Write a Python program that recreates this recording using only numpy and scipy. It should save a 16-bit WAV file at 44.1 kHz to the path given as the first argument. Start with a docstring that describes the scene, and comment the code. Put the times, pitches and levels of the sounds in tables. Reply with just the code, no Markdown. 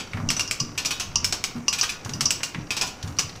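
"""Lever chain hoist in a small garage

An engine is lifted at about one stroke a second. Each turn of the lever forces the support into
a low thud. On the pull, impacts excite steel modes: the pawl pings and loaded links snap into place.
On the way back the ratchet rattles more softly. Reflections from the walls add a short tail."""
import sys
import numpy as np
from scipy import signal
from scipy.io import wavfile
from scipy.ndimage import uniform_filter1d

SR = 44100
rng = np.random.default_rng(int(sys.argv[2]) if len(sys.argv) > 2 else 0)


def dump(signal):
    """Clip the signal to [-1, 1] and save it as 16-bit WAV at the path in sys.argv[1]."""
    limited = np.clip(np.atleast_2d(signal).T, -1, 1)
    pcm = np.round(limited * 32767).astype(np.int16)
    wavfile.write(sys.argv[1], SR, pcm)


N = 149940
EVENT_S = .4  # time allowed for one impact

# spectrum of a hard steel contact: frequency_hz, level_db
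SNAP_SPECTRUM = [(200, -19.5), (600, -15.5), (1300, -9), (1900, -14.5), (2700, -5.5), (3700, -8), (5400, 3),
                 (7700, -5), (10000, -13), (15500, -13)]
# spectrum of loose steel rattling: frequency_hz, level_db
RATTLE_SPECTRUM = [(200, 2), (600, -5.5), (1500, -5), (2000, -8), (2600, -1), (3800, -2.5), (6000, 0),
                   (8000, -11), (10000, -15), (15500, -17)]


def amp(db):
    """Amplitude ratio of a level in decibels."""
    return 10 ** (np.asarray(db) / 20)


def unit(x):
    """Normalisation to unit energy."""
    return x / np.sqrt(np.sum(x ** 2) + 1e-20)


def read(points, hz):
    """Interpolation on a log-frequency axis."""
    f, value = np.transpose(points)
    return np.interp(np.log(hz + 1), np.log(f + 1), value)


def add(mix, start_s, sound):
    """Superposition of a delayed sound on the mix."""
    part = mix[max(round(start_s * SR), 0):][:len(sound)]
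    part += sound[:len(part)]


def colour(x, points, tilt_db=0, size=4096):
    """Minimum-phase filter with the given spectrum, tilted by tilt_db per octave."""
    hz = abs(np.fft.fftfreq(size, 1 / SR))
    octaves = np.log2(np.maximum(hz, points[0][0]) / points[0][0])
    log_gain = np.log(amp(read(points, hz) + tilt_db * octaves))
    taps = np.fft.ifft(np.exp(np.conj(signal.hilbert(log_gain)))).real[:size // 2]
    return signal.fftconvolve(x, taps)[:len(x)]


def ring(modes):
    """Free vibration: a sum of damped modes in random phase."""
    t = np.arange(0, EVENT_S, 1 / SR)
    return sum(amp(db) * np.exp(-np.log(1000) * t / t60) * np.sin(2 * np.pi * (hz * t + rng.random()))
               for hz, db, t60 in modes)


def jangle(low_hz, high_hz, t60, count=40):
    """Inharmonic vibration of loose steel parts: modes scattered in log frequency."""
    draws = rng.random((count, 2))
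    return unit(ring([(low_hz * (high_hz / low_hz) ** place, 20 * np.log10(size + 1e-9), t60)
                      for place, size in draws]))


def clash(crack_s, chatter_s, chatter_db, grain_db):
    """Impact noise of steel on steel: a crack and a decaying chatter of tiny contacts."""
    t = np.arange(0, EVENT_S, 1 / SR)
    crack, chatter, sizes = rng.standard_normal((3, len(t)))
    clumps = unit(uniform_filter1d(sizes, size=40)) * np.sqrt(len(t))
    crack = unit(crack * np.exp(-t / crack_s))
    chatter = unit(chatter * amp(grain_db * clumps) * np.exp(-t / chatter_s))
    return unit(crack + amp(chatter_db) * chatter)


def air(level_db=-45):
    """Stationary background noise, strongest in the bass."""
    # garage background: frequency_hz, level_db
    spectrum = [(20, 5), (40, -0.5), (110, 5.5), (300, -1), (700, -5.5), (1200, -11), (2600, -15),
                (3800, -38), (5800, -13), (9000, -27), (15000, -28.5)]
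    return amp(level_db) * np.sqrt(N) * unit(colour(rng.standard_normal(N), spectrum))


def garage(x, delay_s=0.0071, build_s=0.0045):
    """Diffuse reverberation: dense reflections, each band decaying at its own rate."""
    # reverberation time: frequency_hz, t60_s
    decay = [(100, 0.39), (500, 1), (1500, 0.5), (3500, 0.4), (6000, 0.33), (10000, 0.22), (15000, 0.39)]
    hz, t, bands = signal.stft(rng.standard_normal(SR), SR, nperseg=256)
    damping = np.exp(-np.log(1000) * t / read(decay, hz)[:, None])
    tail = signal.istft(bands * damping, SR, nperseg=256)[1]
    onset = np.clip((np.arange(len(tail)) / SR - delay_s) / build_s, 0, 1)
    return signal.fftconvolve(x, unit(tail * onset))[:N]


def loose_chain(ticks_per_s=160, level_db=-52):
    """Shot noise: random contacts in the hanging chain merge into a faint rustle."""
    impulses = (rng.random(N) < ticks_per_s / SR) * rng.standard_normal(N)
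    tick = colour(jangle(low_hz=889, high_hz=6700, t60=0.044), RATTLE_SPECTRUM)
    return amp(level_db) * np.sqrt(N) * unit(signal.fftconvolve(impulses, tick)[:N])


def jingle():
    """High modes of the free chain, excited in a new balance by every blow."""
    # chain overtones: frequency_hz, level_db, t60_s
    overtones = [(7870, 12, 0.099), (8100, -18, 0.12), (9700, -22, 0.09), (9500, -1, 0.14),
                 (10800, -4, 0.073), (11500, -7, .09), (14400, -19, .1)]
    return unit(ring([(hz * rng.uniform(.985, 1.015), db + 4 * rng.standard_normal(), t60)
                      for hz, db, t60 in overtones]))


def support(attack_s=0.0049, release_s=0.023, sag_db_per_s=25, thump_t60=0.091, wander=0.145):
    """Forced vibration: the overhead support thumps, booms and judders as it takes the load."""
    # lever turns: start_s, length_s, level_db, tilt_db_per_octave, boom_hz, boom_db, thump_db
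    shudders = [(0.143, 0.08, -2.5, 1, 106, -3, -4), (0.232, 0.081, -2, -1, 99.3, 0, -17),
                (0.608, 0.024, -3.5, -1, 138, -21, -4), (1.065, 0.017, -9.5, -3.5, 93.6, 0.5, -14),
                (1.143, 0.19, -10.5, -1, 92.2, 0, -10), (1.552, 0.031, -5, 1.5, 236.3, -7, -1),
                (2.055, 0.1, -6.5, 3, 111.5, -3.5, -2.5), (2.142, 0.11, -5.5, 1, 104, -4, -11),
                (2.554, 0.013, -5, -2, 148, -7, -1.5), (2.583, 0.012, -11, 0, 140.3, -9, 6.5),
                (3.037, 0.092, -5.5, 2.5, 100, 0, -4), (3.243, 0.0045, -10, -4, 105, -4, -0.5)]
    # support resonances: frequency_hz, level_db, t60_s
    modes = [(96.7, 1, 0.72), (138, -14, 0.17), (145.7, -5, 0.3), (191, 1, 0.13), (224.7, -16, 0.85),
             (298.6, -0.5, 0.3), (393, -3, 0.128), (446, -11.5, 0.36)]
    # broadband response of the support: frequency_hz, level_db
    spectrum = [(30, -7), (65, -40), (95, -4.5), (115, -3), (150, 4), (180, -5.5), (255, -4), (330, -17.5),
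                (550, -26), (1200, -22.5), (4000, -49.5)]
    out, t = np.zeros(N), np.arange(0, EVENT_S, 1 / SR)
    onset = np.minimum(t / attack_s, 1)
    for start_s, length_s, db, tilt_db, boom_hz, boom_db, thump_db in shudders:
        push = onset * amp(-sag_db_per_s * t) * np.exp(-np.maximum(t - length_s, 0) / release_s)
        force = unit(push * rng.standard_normal(len(t)))
        tilted = [(hz, level + tilt_db * np.log2(hz / modes[0][0]), t60) for hz, level, t60 in modes]
        resonance = unit(signal.fftconvolve(force, unit(ring(tilted)))[:len(t)])
        judder = unit(unit(colour(force, spectrum, tilt_db)) + amp(-6) * resonance)
        drift = unit(uniform_filter1d(rng.standard_normal(len(t)), size=600)) * np.sqrt(len(t))
        phase = 2 * np.pi * np.cumsum(boom_hz * (1 + wander * drift)) / SR
        boom = unit(push * (np.sin(phase) + amp(-6) * np.sin(2 * phase)))
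        thump = unit(onset * np.exp(-np.log(1000) * t / thump_t60) * np.sin(2 * np.pi * boom_hz * t))
        gain = amp(db - 31.5) * np.sqrt((length_s + release_s) * SR)  # energy grows with duration
        add(out, start_s, gain * (unit(judder + amp(boom_db) * boom) + amp(thump_db) * thump))
    return out


def housing(spread=1.4):
    """Body resonance: the hoist housing rings with a hollow clank under two ratchet clicks."""
    # housing clanks: start_s, level_db, centre_hz
    clanks = [(1.833, -1.5, 1382), (2.832, -5.5, 956)]
    out = np.zeros(N)
    for start_s, db, hz in clanks:
        add(out, start_s, amp(db) * jangle(hz / spread, hz * spread, t60=0.14, count=16))
    return out


def slack(attack_s=0.0016):
    """Backlash: the play in lever and chain closes with small, dull knocks."""
    # muffled contacts: start_s, level_db, centre_hz
    knocks = [(.133, 2.5, 2600), (0.145, -10, 1300), (0.172, -1, 1980), (.2, -3.5, 1270),
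              (2.0476, -0.5, 6100), (2.059, -1.5, 1430), (2.0926, 1, 6150), (2.405, -4, 2290),
              (2.546, 3.5, 2290), (3.027, 0, 5700), (3.075, -5.5, 6540), (3.167, -11, 5670),
              (3.294, -4, 4660), (3.359, -9.5, 5700)]
    # spectrum of a knock: ratio_to_centre, level_db
    shape = [(.1, -8.5), (.55, -5.5), (1, 1), (1.3, -10), (2.2, -18.5), (6, -37)]
    out = np.zeros(N)
    for start_s, db, centre_hz in knocks:
        strike = clash(crack_s=.003, chatter_s=.012, chatter_db=0, grain_db=1)
        strike *= np.minimum(np.arange(len(strike)) / SR / attack_s, 1)
        spectrum = [(ratio * centre_hz, level) for ratio, level in shape]
        add(out, start_s, amp(db - 7.5) * unit(colour(strike, spectrum)))
    return out


def ratchet(rebound_s=.008, detune=0.0147):
    """Impact and rebound: the unloaded ratchet skips a tooth, shaking wheel, housing and chain."""
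    # teeth on the free swing: start_s, level_db, tilt_db_per_octave, ring_db
    teeth = [(0.0, -7, -1, -12), (0.777, 0.5, 2, -7.5), (.849, -3, 0.5, -8.5), (0.9077, 0.5, 2, -8.5),
             (.998, -0.5, 2, -18), (1.728, 1, 2.5, -10.5), (1.786, -2, 4, -7), (1.83, 0, 2, -12),
             (1.893, -3.5, 2.5, -2.5), (2.706, -1, 1.5, -3), (2.767, -1, 1.5, -25), (2.82, -5.5, -0.5, 0),
             (2.87, -8.5, 3.5, -22)]
    # ratchet wheel resonances: frequency_hz, level_db, t60_s
    modes = [(1455, -20, 0.49), (1735, -18.5, 0.22), (2391, -7.5, 0.12), (2520, -3.5, 0.089),
             (3454, -11, 0.095), (4350, -23, 0.15)]
    out = np.zeros(N)
    for start_s, db, tilt_db, ring_db in teeth:
        strike = clash(crack_s=0.0015, chatter_s=0.025, chatter_db=15.5, grain_db=-0.5)
        strike += amp(-5.5) * jangle(low_hz=699.2, high_hz=7695, t60=0.25, count=46)
        add(strike, rebound_s, amp(-8) * jangle(low_hz=2014, high_hz=14830, t60=0.046, count=30))
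        rattle = unit(colour(strike, RATTLE_SPECTRUM, tilt_db))
        wheel = unit(ring([(hz * (1 + detune * rng.standard_normal()),
                            level + 2 * rng.standard_normal(), t60) for hz, level, t60 in modes]))
        add(out, start_s, amp(db + 5) * (rattle + amp(ring_db) * wheel + amp(-14) * jingle()))
    return out


def pawl(bright_db=2, bright_t60=0.064, vary_db=3):
    """Modal excitation: where the pawl lands on a tooth decides which modes ring most."""
    # pawl strikes: start_s, level_db, low_ring_db, tick_db, bright_hz
    pings = [(0.289, -11, 0, -20, 6070), (.408, -13.5, 1, -1.5, 5760), (0.477, -20.5, -10, -8, 5030),
             (0.5989, -23, -5.5, -21, 5755), (0.602, -7.5, -13.5, -11.5, 5110), (0.858, -14, -8, 6, 5300),
             (1.1572, -5, -5, -17, 5755), (1.682, -5.5, -3, -9, 5810), (1.812, -5.5, -14, -14, 6140),
             (2.136, -21, -5, -1, 4750), (2.256, -4.5, -29, -26, 5770), (3.187, -7.5, -6.5, -17, 6050)]
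    # lower and upper pawl resonances: frequency_hz, level_db, t60_s
    low_modes = [(1160, -4.5, 0.056), (2705, 1.5, 0.031), (2820, 8, 0.044), (2945, -20, 0.055)]
    high_modes = [(4770, -2, 0.06), (5094, -0.5, 0.077), (5530, -1, 0.12), (5854, 2.5, 0.07),
                  (6000, 6.5, 0.034), (6700, 1, 0.012)]
    # contact of pawl and tooth: frequency_hz, level_db
    spectrum = [(300, -54), (1150, 7), (1800, -40), (2800, 5), (3600, -13), (4700, 8), (5800, 9.5),
                (7000, 0.5), (9000, -12.5), (15500, -39)]
    out = np.zeros(N)
    for start_s, db, low_db, tick_db, bright_hz in pings:
        high = [(hz, level + vary_db * rng.standard_normal(), t60) for hz, level, t60 in high_modes]
        ringing = ring(high + [(bright_hz, bright_db, bright_t60)]) + amp(low_db) * ring(low_modes)
        contact = clash(crack_s=0.004, chatter_s=0.011, chatter_db=10, grain_db=-1)
        contact = amp(8.5) * unit(colour(contact, spectrum))
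        tick = clash(crack_s=0.00027, chatter_s=0.017, chatter_db=7, grain_db=1.5)
        tick = amp(11 + tick_db) * unit(colour(tick, SNAP_SPECTRUM))
        add(out, start_s, amp(db) * (amp(-15.5) * ringing + contact + tick))
    return out


def links(ring_t60=.08):
    """Impact under tension: a link snaps into its pocket, bounces once and shakes its neighbours."""
    # links seating: start_s, level_db, tilt_db_per_octave, pitch_hz, ring_db, bounce_s, clack_db
    snaps = [(.303, 0.5, -2, 2800, -15, .005, -6), (0.3663, -10, -3, 5960, 4, .002, -27),
             (.395, -3, -2.5, 2785, -3, .007, -4.5), (0.511, -3.5, -0.5, 7640, -7, 0.0059, 0),
             (1.2444, 0.5, 0.5, 5300, -3, .004, -9), (1.325, 0, -3, 5260, -15, 0.0032, -9.5),
             (1.44, -3.5, -1.5, 2420, -36, 0.0074, -1), (2.208, 1, -1.5, 5040, -36, 0.0044, -9),
             (2.3065, 0.5, -0.5, 7930, -7, .004, -2.5), (2.432, -2.5, -1, 2817, -4.5, 0.0077, -6.5),
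             (2.8124, 0, -2, 5050, -6, 0.0079, -28), (3.192, -1, -2.5, 5970, -9, .007, -3.5)]
    # hard clack of a link: frequency_hz, level_db
    spectrum = [(400, -20), (1200, -24.5), (2300, 2.5), (3000, 1), (3800, -14), (6000, -4), (12000, -19.5)]
    out = np.zeros(N)
    for start_s, db, tilt_db, hz, ring_db, bounce_s, clack_db in snaps:
        strike = clash(crack_s=0.00064, chatter_s=0.024, chatter_db=14, grain_db=-1.5)
        strike += amp(-6) * jangle(low_hz=1101.2, high_hz=14300, t60=0.04, count=28)
        bounce = clash(crack_s=0.0005, chatter_s=0.0062, chatter_db=8.5, grain_db=4)
        add(strike, bounce_s, amp(-6) * bounce)
        snap = unit(colour(strike, SNAP_SPECTRUM, tilt_db))
        clack = clash(crack_s=.0011, chatter_s=.007, chatter_db=-6, grain_db=2)
        clack = amp(clack_db) * unit(colour(clack, spectrum))
        tone = amp(ring_db) * unit(ring([(hz, 0, ring_t60)]))
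        add(out, start_s, amp(db + 7) * (snap + clack + tone + amp(-14) * jingle()))
    return out


def scene():
    """Superposition of direct sound, reverberation and background."""
    steel = pawl() + links() + ratchet() + slack() + housing() + loose_chain()
    thuds = support()
    return (steel + amp(-9.5) * garage(steel) + thuds + amp(-7.5) * garage(thuds) + air())[None]


def record(dry):
    """Linear filtering: the microphone's frequency response, then a steep low-pass."""
    # microphone response: frequency_hz, gain_db
    response = [(20, 2), (7000, 0), (9500, -1), (9950, -4), (10700, -3.5), (15500, -7)]
    low_pass = signal.firwin(511, cutoff=15600, window=("kaiser", 8), fs=SR)
    return signal.fftconvolve(colour(dry[0], response), low_pass, "same")[None]


dry = scene()
out = record(dry)
dump(out)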